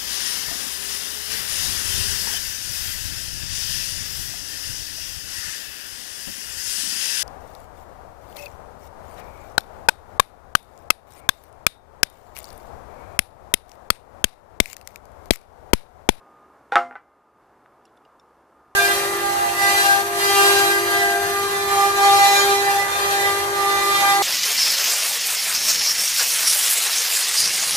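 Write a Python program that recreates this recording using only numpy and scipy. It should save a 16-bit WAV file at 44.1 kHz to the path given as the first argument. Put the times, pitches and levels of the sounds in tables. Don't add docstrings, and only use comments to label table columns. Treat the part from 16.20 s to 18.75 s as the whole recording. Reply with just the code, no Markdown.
import sys
import numpy as np
from scipy import signal
from scipy.io import wavfile

SR = 44100
rng = np.random.default_rng(int(sys.argv[2]) if len(sys.argv) > 2 else 0)


def rack_gain(trim_db):
    fader = np.asarray(trim_db, float)
    return 10 ** (fader / 20)


def dump_mix(stems):
    frames = np.atleast_2d(stems).T
    limited = np.clip(frames, -1, 1)
    pcm = np.round(limited * 32767).astype(np.int16)
    wavfile.write(sys.argv[1], SR, pcm)


N = 112454


def rms_one(x):
    return x / np.sqrt(np.mean(x ** 2) + 1e-20)


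def at_hz(points, hz):
    table_hz, values = np.array(points)[:, 0], np.array(points)[:, 1]
    return np.interp(np.log(hz), np.log(table_hz), values)


def cut(x, hz, kind, order=2):
    return signal.sosfilt(signal.butter(order, hz, kind, fs=SR, output="sos"), x)


def train(s, db):
    clicks = np.full(N, 1e-18)
    np.add.at(clicks, (np.asarray(s) * SR).astype(int), rack_gain(np.asarray(db)))
    return clicks


def ring(clicks, hz, t60):
    decay, turn = rack_gain(-60 / (t60 * SR)), 2 * np.pi * hz / SR
    return signal.lfilter([0, np.sin(turn)], [1, -2 * decay * np.cos(turn), decay * decay], clicks)


def burst(t60):
    t = np.arange(SR // 20) / SR
    return rng.standard_normal(len(t)) * rack_gain(-60 * t / t60)


def drift(rate):
    r = np.exp(-80 * np.pi * rate / SR)
    slow = signal.lfilter([1], [1, -2 * r, r * r], rng.standard_normal(N // 40 + 2002))[2000:]
    return np.interp(np.arange(N) / 40, np.arange(len(slow)), rms_one(slow))


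def bands(spectrum, size):
    edges = 22 * 2 ** np.arange(0, 9.6, 1 / 3)
    white = rng.standard_normal((2, size + 4000))
    for k, (low, high) in enumerate(zip(edges, edges[1:])):
        hz = np.sqrt(low * high)
        if spectrum[0][0] / 1.2 < hz < spectrum[-1][0] * 1.1:
            noise = cut(white[k % 2], [low, high], "band")
            yield hz, rack_gain(at_hz(spectrum, hz)) * noise[4000:]


def steady(spectrum, patchy_db):
    together = drift(0.91)
    total = 0
    for hz, band in bands(spectrum, size=N):
        total = total + band * rack_gain(patchy_db * (0.83 * together + drift(9)))
    return rms_one(total)


# (frequency [Hz], level [dB])
YARD_COLOUR = [(21, -40.5), (35, -12.5), (164, -9), (342, 1), (585, -2), (772, 1), (1190, -1),
               (2340, -21.5), (4000, -31.5), (5200, -61.5), (8800, -120)]


def yard():
    return rack_gain(-52.5) * steady(YARD_COLOUR, patchy_db=0.38)


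# (frequency [Hz], level [dB])
HISS_COLOUR = [(1470, -29), (2500, -6), (4010, -4.5), (4930, -1), (14300, -5), (15500, -13)]
HISS_DB, HISS_SIDE_DB = -75, -5


def hiss(db):
    return rack_gain(db) * steady(HISS_COLOUR, patchy_db=.3)


# (frequency [Hz], width [Hz], level [dB])
MOTOR_HUMS = [(70, 3.3, -74.5), (127, 4, -75.5)]
# (start [s], end [s], level [dB])
WHINE_SPELLS = [
    (-.1, 0.286, -55.5),
    (0.276, 0.392, -60.5),
    (0.614, 1.212, -59),
    (1.5, 1.68, -61),
    (1.814, 2.157, -61.5),
    (2.327, 2.699, -60.5),
]
WHINE_HZ, WHINE_EDGE_S = 1225, 0.033


def motors():
    t = np.arange(N) / SR
    hums = 0
    for hz, width, db in MOTOR_HUMS:
        tone = np.sin(2 * np.pi * hz * t + 1.1 * drift(width))
        hums = hums + rack_gain(db) * rms_one(tone * (1 + .35 * drift(width)))
    gate = 0
    for start, end, db in WHINE_SPELLS:
        gate = gate + rack_gain(db) * np.clip(np.minimum(t - start, end - t) / WHINE_EDGE_S, 0, 1)
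    whine = np.sin(2 * np.pi * WHINE_HZ * t + .3 * drift(2.6))
    return hums + np.sqrt(2) * gate * rack_gain(0.66 * drift(6.5)) * whine


# (time [s], level [dB], first ring [Hz], second ring [Hz], second ring level [dB])
PLIER_CLICKS = [(1.6533, -47.5, 2764, 5560, -0.5), (1.6539, -52, 9300, 10340, -3),
                (1.6550, -51, 5000, 7300, -7), (1.6660, -57, 3400, 4070, -2), (1.6780, -58, 3400, 3000, -2),
                (1.6940, -61, 2900, 5140, -7), (1.754, -68, 3620, 3700, -4), (1.768, -60, 10600, 5230, -3),
                (1.7733, -50, 3500, 6260, -18), (1.773, -61, 2910, 5100, -15),
                (1.851, -46.5, 2840, 4830, -12), (1.8520, -57.5, 3900, 5500, -11),
                (1.9971, -45, 3600, 5450, -2), (1.9980, -63.5, 9000, 7000, 5)]
CLICK_T60_S, CLICK_SNAP_DB = .031, -4


def pliers():
    out = 0
    for s, db, hz, second_hz, second_db in PLIER_CLICKS:
        click = train([s], [db])
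        low, high = min(hz, second_hz), max(hz, second_hz)
        snap = signal.fftconvolve(click, burst(0.0204))[:N]
        snap = cut(snap, [low * 0.45, high * 1.1], "band")
        first = ring(click, hz, CLICK_T60_S * (3000 / hz) ** .4)
        second = rack_gain(second_db) * ring(click, second_hz, CLICK_T60_S * .8)
        steel = cut(first + second, [low * 1.1, high * 1.3], "band", order=1)
        out = out + steel + rack_gain(CLICK_SNAP_DB) * snap
    return out


# (frequency [Hz], level [dB per Hz])
SHED_COLOUR = [(80, -47), (200, -32), (400, -6.5), (1300, 2), (2200, -5.5), (4000, -21), (8000, -37.5),
               (15500, -51.5)]
# (frequency [Hz], time to fall 60 dB [s])
SHED_DECAY = [(100, 0.09), (300, 0.067), (1000, 0.2), (3000, 0.14), (8000, .25), (15000, .2)]
SHED_DB, SHED_RISE_S = -13.5, 0.0026
LATE_DB, LATE_STRETCH, LATE_TILT = -19, 2.1, .4


def shed(clicks):
    t = np.arange(SR // 2) / SR
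    tail = 0
    for hz, band in bands(SHED_COLOUR, size=len(t)):
        t60 = at_hz(SHED_DECAY, hz)
        early = rack_gain(-60 * t / t60)
        late = rack_gain(LATE_DB) * (hz / 2000) ** LATE_TILT * rack_gain(-60 * t / t60 / LATE_STRETCH)
        tail = tail + band * (early + late)
    tail = tail / np.sqrt(np.mean(tail[:1000] ** 2)) * (1 - np.exp(-t / SHED_RISE_S))
    return rack_gain(SHED_DB) * signal.fftconvolve(clicks, tail)[:N]


# (frequency [Hz], level [dB], time to fall 60 dB [s])
HULL_MODES = [(253, -31, 1.2), (358, -12, .2), (517.7, -13.5, .3), (698.7, -0.5, 0.3), (814, -1, .2),
              (992, -16, 0.29), (1186, -8.5, .18), (1294, 5, 0.12), (1334, 2, 0.11), (1380, -12, .35),
              (1525, -6, .14), (1840, -19, .24), (2077, -28, .7), (2135, -24, .3)]
BLOW_S, BLOW_DB, SWELL_T60_S = .5566, -11, 0.028
DAMPED_S, DAMPED_DB_PER_S, DAMPED_BELOW_HZ = 0.745, 500, 900
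WAVER_DB, WAVER_PER_S = 2.5, 25


def hull():
    since_hand = np.maximum(np.arange(N) / SR - DAMPED_S, 0)
    hand = rack_gain(-DAMPED_DB_PER_S * since_hand)
    out = 0
    for k, (hz, db, t60) in enumerate(HULL_MODES):
        click = train([BLOW_S], [BLOW_DB + db]) * (-1) ** k
        swelling = ring(click, hz, t60) - ring(click, hz, SWELL_T60_S)
        shape = hand if hz < DAMPED_BELOW_HZ else rack_gain(WAVER_DB * drift(WAVER_PER_S))
        out = out + swelling * shape
    return out


def struck(s, db, modes):
    luck_db = 0.5 * rng.standard_normal((len(s), len(modes)))
    out = 0
    for k, (hz, mode_db, t60) in enumerate(modes):
        out = out + ring(train(s, db + mode_db + luck_db[:, k]), hz, t60)
    return out


BODY_LOW_HZ, SOFT_HZ = 199.5, 2010
# (frequency [Hz], level [dB], time to fall 60 dB [s])
TEMPLATE_MODES = [(508, -8.5, 0.14), (810.3, 0.5, 0.38), (926, -13, 0.21), (1160, -11, .05), (1405, -1, .1),
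                  (1520, -10.5, .08), (1858, -12.5, 0.18), (2120, -16.5, .12)]
# (frequency [Hz], level [dB], time to fall 60 dB [s])
STAND_MODES = [(511, -25.5, 0.18), (833, -3, 0.18), (1360, -7, 0.18), (1495, -3, 0.041),
               (1873, -19.5, 0.13), (1998, -3, 0.11), (2309, -26, 0.26), (2950, -28, 0.099)]
# (time [s], bare knock [dB], ring [dB])
SOFT_TAPS = [
    (.5222, -22.5, -17),
    (.7104, -34.5, -34),
    (.7260, -38, -44),
]
# (time [s], bare knock [dB], ring [dB])
STAND_BOUNCES = [
    (.7548, -34, -27),
    (.7600, -34, -33),
    (.7640, -33, -33),
    (.7780, -39, -59),
]


def soft_contacts():
    tap_s, tap_knock_db, tap_ring_db = np.transpose(SOFT_TAPS)
    bounce_s, bounce_knock_db, bounce_ring_db = np.transpose(STAND_BOUNCES)
    pulses = train(tap_s, tap_knock_db) + train(bounce_s, bounce_knock_db)
    template = struck(tap_s, tap_ring_db, TEMPLATE_MODES)
    stand = struck(bounce_s, bounce_ring_db, STAND_MODES)
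    rings = cut(template + stand, [BODY_LOW_HZ * 1.7, SOFT_HZ], "band")
    return 2.5 * cut(pulses, SOFT_HZ, "low"), rings


def bare_knock(clicks):
    return 1.63 * cut(ring(clicks, hz=1510, t60=.0045), [600, 3000], "band")


CRACK_DB, CRACK_T60_S, CRACK_LOW_HZ, CRACK_HIGH_HZ = -4, 0.012, 2400, 5500
SNAP_DB, SNAP_HZ, SNAP_T60_S = 1, 3700, 0.01


def crack(s, db):
    noise = signal.fftconvolve(train(s, db + CRACK_DB), burst(CRACK_T60_S))[:N]
    noise = cut(noise, CRACK_LOW_HZ, "high")
    noise = cut(noise, CRACK_HIGH_HZ, "low") + rack_gain(-17) * noise
    jaw = ring(train(s, db + SNAP_DB), SNAP_HZ, SNAP_T60_S)
    return noise + cut(jaw, CRACK_LOW_HZ, "high")


# (time [s], bare knock [dB], crack [dB], shed [dB])
HULL_KNOCKS = [(0.5182, -35.5, -60, -43), (0.521, -22, -25.5, -16), (0.523, -19.5, -27.5, -24),
               (0.5365, -31.5, -31, -27.5), (0.5564, 3, -11.5, -8.5), (.5600, -6, -29, -16.5),
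               (.5622, -14, -29, -21.5), (0.566, -13, -30.5, -19.5), (0.567, -2, -29.5, -19),
               (0.5709, -10.5, -32.5, -22.5), (.5815, -18, -40.5, -26.5), (0.7101, -52, -66, -46),
               (.7260, -52, -66, -44), (0.7542, -37, -46, -35.5), (1.4600, -37, -60, -66)]


def release():
    s, knock_db, crack_db, shed_db = np.transpose(HULL_KNOCKS)
    soft, rings = soft_contacts()
    cracks = crack(s, crack_db)
    scatter = shed(train(s, shed_db) + rack_gain(-8) * cut(soft, 650, "high"))
    direct = bare_knock(train(s, knock_db) + soft) + cracks + rings
    return cut(direct, BODY_LOW_HZ, "high") + hull() + scatter, scatter + cracks


def scene():
    knocks, scatter = release()
    mid = yard() + hiss(HISS_DB) + motors() + pliers() + knocks
    side = hiss(HISS_DB + HISS_SIDE_DB)
    side = side + rack_gain(-25) * cut(np.roll(scatter, 7), 5000, "high")
    return np.array([rack_gain(-.2) * mid + side, mid - side])


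def roll_off(x):
    return signal.sosfilt(signal.butter(12, 16180, fs=SR, output="sos"), x)


# (time [s], level [dB])
RECORDER_GAIN = [
    (0, -2),
    (.6, -2.5),
    (.7, -3.5),
    (.8, -8),
    (1.12, -9),
    (1.22, -4.5),
    (1.4, -4.43),
    (2.55, -4.7),
]
CEILING, CUTOFF_HZ = .95, 15550


def record(dry):
    s, db = np.transpose(RECORDER_GAIN)
    gain = rack_gain(np.interp(np.arange(N) / SR, s, db))
    held = np.clip(dry * gain, -CEILING, CEILING)
    held = signal.sosfilt(signal.cheby2(12, 60, CUTOFF_HZ, fs=SR, output="sos"), held)
    return roll_off(held)


dry = scene()
out = record(dry)
dump_mix(out)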